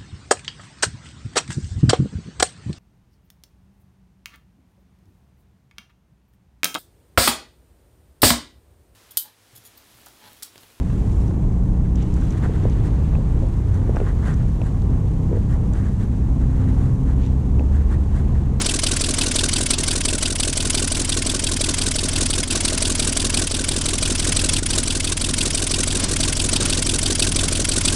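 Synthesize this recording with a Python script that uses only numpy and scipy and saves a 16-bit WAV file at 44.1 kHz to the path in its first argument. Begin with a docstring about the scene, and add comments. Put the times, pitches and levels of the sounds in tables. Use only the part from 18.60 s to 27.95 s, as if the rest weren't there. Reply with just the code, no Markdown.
"""A fourteen-cylinder radial aircraft engine idles on a concrete ramp, heard from the open cockpit.
It starts near 673 rpm and soon settles around 690; the first cylinder misses after about a second.
Seven near exhaust stacks limp through a pattern of two crank turns: ringing thuds, then spits of jet noise.
Seven duller far stacks, a boom of summed sines and gusting, noise-made propeller wash run underneath.
From about five seconds the idle creeps up unevenly to 738 rpm, with more misses on the way."""
import sys
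import numpy as np
from scipy import signal
from scipy.fft import rfft, irfft, next_fast_len
from scipy.io import wavfile

SR = 44100
rng = np.random.default_rng(int(sys.argv[2]) if len(sys.argv) > 2 else 0)


def put_to_file(sound):
    """Save the sound as 16-bit audio at rate SR, in the file named by the first command-line argument."""
    columns = np.atleast_2d(sound).T  # one column per channel
    safe = np.clip(columns, -1, 1)
    whole_steps = np.round(safe * 32767)
    wavfile.write(sys.argv[1], SR, whole_steps.astype(np.int16))


N = 412335
TIME = np.arange(N) / SR


def amp(db):
    """Decibels to gain."""
    return np.exp(np.asarray(db) * (np.log(10) / 20))


def evened(x):
    """Scales to an rms of one."""
    return x / np.sqrt(np.mean(x ** 2) + 1e-20)


def curve(rows, t):
    """Reads a table of (t/s, value) at the times t."""
    return np.interp(t, *np.transpose(rows))


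def colour(x, points):
    """Filters by a spectrum of (f/Hz, level/dB) points, joined on a log-frequency axis."""
    size = next_fast_len(len(x), real=True)
    hz, db = np.transpose(points)
    bins = np.fft.rfftfreq(size, 1 / SR)
    gain = amp(np.interp(np.log(bins + 1), np.log(hz + 1), db))
    return irfft(rfft(x, size) * gain, size)[:len(x)]


def band(x, hz, kind):
    """A gentle low-pass or high-pass."""
    sos = signal.butter(2, min(hz, SR / 2 - 1), kind, fs=SR, output="sos")
    return signal.sosfilt(sos, x)


def wander(per_s):
    """Random drift of rms one, with per_s new values a second joined by straight lines."""
    steps = rng.standard_normal(N // 8)
    return evened(np.interp(TIME * per_s, np.arange(len(steps)), steps))


def add(mix, s, sound):
    """Mixes a sound in at a time in seconds."""
    part = mix[max(round(s * SR), 0):][:len(sound)]
    part += sound[:len(part)]


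# near stacks: valve opens/share of cycle, thud level/dB before effort, pipe note f/Hz, ring t60/s,
# slap level/dB and bark level/dB against the ring, spit delay t/s, spit length t/s,
# spit level/dB before effort
NEAR_STACKS = [ (0.031, -19, 261, 0.029, -42, -14, 0.0045, 0.021, -18.5),
               (0.22, -23, 151, 0.013, -9.5, -5, .0000, 0.024, -27),
               (0.303, -19.5, 281, 0.03, -20, -5, 0.0021, 0.021, -16.5),
               (0.471, -20, 256, 0.033, -17, -14.5, 0.0027, .0210, -17.5),
               (0.591, -22, 326, 0.039, -36, -15, 0, 0.027, -22.5),
               (0.745, -21, 335, 0.034, -6.5, -5.5, 0.0033, 0.022, -18.5),
               (0.859, -17.5, 260, 0.021, -7, -20, 0.0028, 0.021, -22.5)]
# colour of the gas jet of each near stack, in the same order: f/Hz, level/dB
NEAR_JET_1 = [(450, -27), (1040, -4), (1160, -20.5), (1430, -2), (1930, -5.5), (2210, 3), (2390, -5.5),
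              (2630, 3), (2890, -3), (3160, 2.5), (4290, -4.5), (5040, 2), (5400, -4), (10100, 4.5)]
NEAR_JET_2 = [(450, -20), (590, -2), (820, -47), (930, -2), (1670, -15), (2210, -5.5), (2630, -17),
              (2890, 5), (3160, 2), (3740, -8), (5670, 8.5), (6140, 0.5), (7570, 1), (10100, -6.5)]
NEAR_JET_3 = [(450, -8.5), (620, -7.5), (820, -14), (1620, -6), (1720, -13.5), (2390, -2.5), (2760, -13.5),
              (3030, -4), (4700, 0.5), (5400, -6.5), (6140, 0), (6430, -8), (8000, 4), (10100, -0.5)]
NEAR_JET_4 = [(450, -16), (820, -9.5), (1290, -26.5), (1430, -10.5), (1720, -18), (2330, -16), (2570, -3),
              (3300, -2), (3590, 0), (4210, -6.5), (4610, -1), (6840, -12), (8110, -3.5), (10100, -6.5)]
NEAR_JET_5 = [(450, -11), (560, -17), (1040, -2.5), (1210, -35), (1430, -1.5), (1770, -3.5), (1930, -5.5),
              (2390, -2), (2700, -8), (3160, -2.5), (4130, -5), (7250, 0), (7570, 3.5), (10100, 0)]
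NEAR_JET_6 = [(450, -1), (650, -8), (850, -29), (1120, 2.5), (1290, -22), (1570, 3.5), (1770, -13.5),
              (2450, -6.5), (2700, -1), (3370, -5.5), (3590, 3), (5040, -2), (8000, 2.4), (10100, 0.5)]
NEAR_JET_7 = [(450, 6.5), (590, 1), (750, 1), (1250, -17), (1480, 7), (1670, -17), (1880, 4), (2100, -16),
              (2390, -1), (2510, -5), (6340, 6), (6630, 2), (8790, 7.5), (10100, 2.5)]


def near_stacks(near):
    """Every firing of a near stack knocks in its pipe, then blows out a spit of gas."""
    jets = (NEAR_JET_1, NEAR_JET_2, NEAR_JET_3, NEAR_JET_4, NEAR_JET_5, NEAR_JET_6, NEAR_JET_7)
    knocks, gas = np.zeros((2, N))
    for (times, db), stack, jet in zip(near, NEAR_STACKS, jets):
        _, thud_db, pipe_hz, t60, slap_db, bark_db, delay, length, spit_db = stack
        # even a weak firing pushes its charge out, so the thud varies less than the spit
        knocks += thuds(times, thud_db + 0.61 * db, pipe_hz, t60, slap_db, bark_db)
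        gas += spits(times + delay, spit_db + db, length, jet)
    return knocks, gas


# turbulence of the bark: f/Hz, level/dB
BARK = [(100, -18), (260, -2.0), (420, -4), (630, -1.0), (850, -14.5), (1150, -10), (3000, -40)]


def thuds(times, db, pipe_hz, t60, slap_db, bark_db, rise=0.0031, slap_at=0.00307, slap_width=0.00071,
          jitter=0.00028, detune=0.019, spread_db=0.0):
    """Each opening valve sends a steep pressure slap down its pipe, which rings briefly with a turbulent bark."""
    out = np.zeros(N)
    t = np.arange(SR // 14) / SR
    shape = (1 - np.exp(-(t / rise) ** 2)) * amp(-60 * t / t60)
    front = (t - slap_at) / slap_width
    slap = (1 - front ** 2) * np.exp(-front ** 2 / 2)
    churn = evened(colour(rng.standard_normal(2 * SR), BARK))
    chances = rng.standard_normal((len(times), 3))
    for s, level, (late, heat, size) in zip(times, db, chances):
        # hotter gas raises the note of the pipe
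        ring = -np.sin(2 * np.pi * pipe_hz * (1 + detune * heat) * t)
        bark = churn[rng.integers(len(churn) - len(t)):][:len(t)]
        thud = shape * (ring + amp(bark_db) * bark) + amp(slap_db) * slap
        add(out, s + jitter * late, 2 * amp(level + spread_db * size) * thud)
    return out


def spits(times, db, length, jet, skew=0.8, tail=0.0046, tail_share=0.078, rasp_focus=0.72, rasp_db=1.2,
          jitter=0.00055, crackle_db=1.5):
    """Gas tears out while the valve is open: a hump of jet noise whose rasp varies from shot to shot."""
    t = np.arange(SR // 20) / SR
    hump = np.sin(np.pi * np.minimum(t / length, 1) ** skew) ** 2
    # the airframe scatters a short tail after each spit
    scatter = np.convolve(hump ** 2, np.exp(-t / tail))[:len(t)] / (tail * SR)
    shape = np.sqrt(hump ** 2 + tail_share * scatter)
    rasp_level, fizz_level = np.zeros((2, N))
    chances = rng.standard_normal((len(times), 2))
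    for s, level, (late, tint) in zip(times, db, chances):
        # rasp and fizz follow slightly different swells, and trade level from shot to shot
        add(rasp_level, s + jitter * late, amp(level + rasp_db * tint) * shape ** rasp_focus)
        add(fizz_level, s + jitter * late, amp(level - 0.21 * rasp_db * tint) * shape)
    eddies = rng.standard_normal(N) * amp(crackle_db * wander(1800))
    jet_noise = colour(eddies, list(jet) + [(13000, -3.5), (16000, -35)])
    gas = evened(band(jet_noise, 380, "highpass"))
    rasp = colour(gas, [(4000, -6.5), (6000, -1.5), (8000, -42)])
    fizz = gas - rasp
    return rasp * rasp_level + fizz * fizz_level


# a cylinder fails to catch: valve opens t/s, level/dB against a usual firing
MISSED_FIRINGS = [(1.148, -26), (3.523, -5.5), (3.855, -16), (3.869, -9), (5.617, -6), (6.003, -29),
                  (6.531, -18), (7.461, -25), (7.973, -41)]
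# a cylinder fires harder than usual: valve opens t/s
STRONG_FIRINGS = [0.737, 1.099, 2.093, 3.619, 5.882, 6.174, 7.197, 8.616, 9.173]
HARD_DB = 3.5  # above a usual firing


def near_firings(cycles):
    """Firings of each near stack; a hard firing or a miss falls on the cylinder whose turn it is."""
    times, db = map(list, zip(*(firings(cycles, stack[0]) for stack in NEAR_STACKS)))
    odd_firings = list(MISSED_FIRINGS) + [(s, HARD_DB) for s in STRONG_FIRINGS]
    for s, odd_db in odd_firings:
        stack = np.argmin([abs(t - s).min() for t in times])
        turn = np.argmin(abs(times[stack] - s))
        db[stack][turn] = curve(EFFORT_CURVE, s) + odd_db
    return list(zip(times, db))


# strength of combustion: t/s, level/dB
EFFORT_CURVE = [(0.0, 1.2), (0.7, 0.9), (1.7, 0), (4.6, 0.6), (5.1, -0.9), (5.7, 1.4), (6.5, -0.3),
                (8.1, 1), (9.35, 1.1)]


def firings(cycles, share, spread_db=0.97):
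    """Times at which one cylinder fires, and the strength of each firing in dB."""
    times = np.interp(np.arange(share, cycles[-1]), cycles, TIME)
    return times, curve(EFFORT_CURVE, times) + spread_db * rng.standard_normal(len(times))


# engine speed, an idle that creeps up unevenly in the second half: t/s, speed/rpm
IDLE_SPEED = [(0.0, 673.1), (0.2, 688.6), (2.23, 693.7), (4.8, 693.4), (5.44, 710.1), (6.37, 704.2),
              (6.97, 728.4), (7.87, 733.3), (8.07, 719.3), (9.35, 738.3)]


def crankshaft():
    """Counts engine cycles of two crank turns each."""
    return np.cumsum(curve(IDLE_SPEED, TIME)) / (120 * SR)


# far stacks, shielded by the cowling: valve opens/share of cycle, thud level/dB before effort, pipe note f/Hz
SHIELDED_STACKS = [(0.101, -43, 182), (0.166, -28.5, 207), (0.439, -24.5, 373), (.545, -40.5, 273),
                   (.660, -27, 269), (.800, -36.5, 246), (0.986, -24, 226.5)]


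def far_stacks(cycles):
    """Behind the cowling only the thuds of the pipes are heard, without spits."""
    knocks = np.zeros(N)
    for share, thud_db, pipe_hz in SHIELDED_STACKS:
        times, db = firings(cycles, share)
        knocks += thuds(times, thud_db + db, pipe_hz, t60=0.035, slap_db=-19, bark_db=-11.5)
    return knocks


# cockpit resonances: f/Hz, width f/Hz, level/dB of the added hum
COCKPIT_MODES = [(234, 7.5, -1), (255, 15.7, -1), (371, 41, -12), (633, 31, 2.5)]


def cockpit(x):
    """The cockpit well hums along at a few resonances."""
    hums = (amp(db) * signal.lfilter(*signal.iirpeak(hz, hz / width, SR), x)
            for hz, width, db in COCKPIT_MODES)
    return x + sum(hums)


# boom of exhaust and propeller: multiple of the cycle rate, rms level/dB before effort, waver and lulls
BOOM_ORDERS = [(3, -32.7), (4, -35.8), (5, -40.9), (6, -48.5), (7, -30.1), (8, -44.3), (9, -44.0),
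               (11, -46.4), (13, -50.3), (14, -33.1), (15, -45.4), (16, -33.4), (18, -44.1), (19, -50.0),
               (20, -41.5), (21, -50.0), (23, -41.8), (25, -44.4), (27, -48.1)]


def boom(cycles, near, suck=0.015, swell=.095, waver=0.078, miss_depth=0.34):
    """Low orders of the cycle, phased so that pressure dips as a valve opens, then swells; a miss makes it sag."""
    opens = np.array([stack[0] for stack in NEAR_STACKS])
    size = amp([stack[1] for stack in NEAR_STACKS])
    out = np.zeros(N)
    for order, db in BOOM_ORDERS:
        spin = -2j * np.pi * order
        pulses = np.exp(spin * (opens + swell)) - np.exp(spin * (opens + suck))
        timing = np.angle(np.sum(size * pulses))
        out += np.sqrt(2) * amp(db) * np.cos(2 * np.pi * order * cycles + timing)
    sag = 1 - miss_depth * lulls(near)
    return out * amp(curve(EFFORT_CURVE, TIME)) * (1 + waver * wander(8.3)) * sag


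def lulls(near):
    """A smooth 40 ms hump from each near firing weaker than -7 dB; close misses add up."""
    missed = np.zeros(N)
    for times, db in near:
        for s in times[db < -7]:
            add(missed, s, np.hanning(SR // 25))
    return missed


# colour of the air rushing from the propeller: f/Hz, level/dB
WASH_COLOUR = [(8, -18), (20, -15), (42, -7), (62, -7), (90, 0), (135, -2), (190, 0.5), (260, -2.5),
               (420, -11), (850, -16.5), (1100, -14.5), (2000, -18.5), (5000, -15.5), (7500, -17.5),
               (10000, -34)]


def wash(cycles, near, miss_db=-4, level_db=-34, gust_db=2.4, beat=0.042):
    """Propeller wash gusts, pulses as the blades pass four times a cycle, and thins at a miss."""
    air = evened(colour(rng.standard_normal(N), WASH_COLOUR))
    blades = np.sin(2 * np.pi * 4 * cycles)
    flow_db = level_db + gust_db * wander(8.6) + curve(EFFORT_CURVE, TIME) + miss_db * lulls(near)
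    return air * amp(flow_db) * (1 + beat * blades)


def scene():
    """All stacks, the boom and the wash follow one crankshaft."""
    cycles = crankshaft()
    near = near_firings(cycles)
    knocks, gas = near_stacks(near)
    knocks += far_stacks(cycles)
    knocks = band(cockpit(knocks), 77, "highpass")
    exhaust = amp(-2.0) * knocks + amp(-0.32) * gas
    return (exhaust + boom(cycles, near) + wash(cycles, near))[None]


# top end of the microphone: f/Hz, level/dB
MICROPHONE_TOP = [(9900, 0.5), (10400, -3), (11000, -18.5), (11700, -15.5), (12200, -26), (12600, -45)]
EDGE_HZ = 12800  # band limit


def record(dry):
    """A small microphone with a dull top, then a steep low-pass at the band limit."""
    heard = colour(dry[0], MICROPHONE_TOP)
    low_pass = signal.firwin(511, EDGE_HZ, window=("kaiser", 9), fs=SR)
    return signal.oaconvolve(heard, low_pass, "same")[None]


dry = scene()
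out = record(dry)
put_to_file(out)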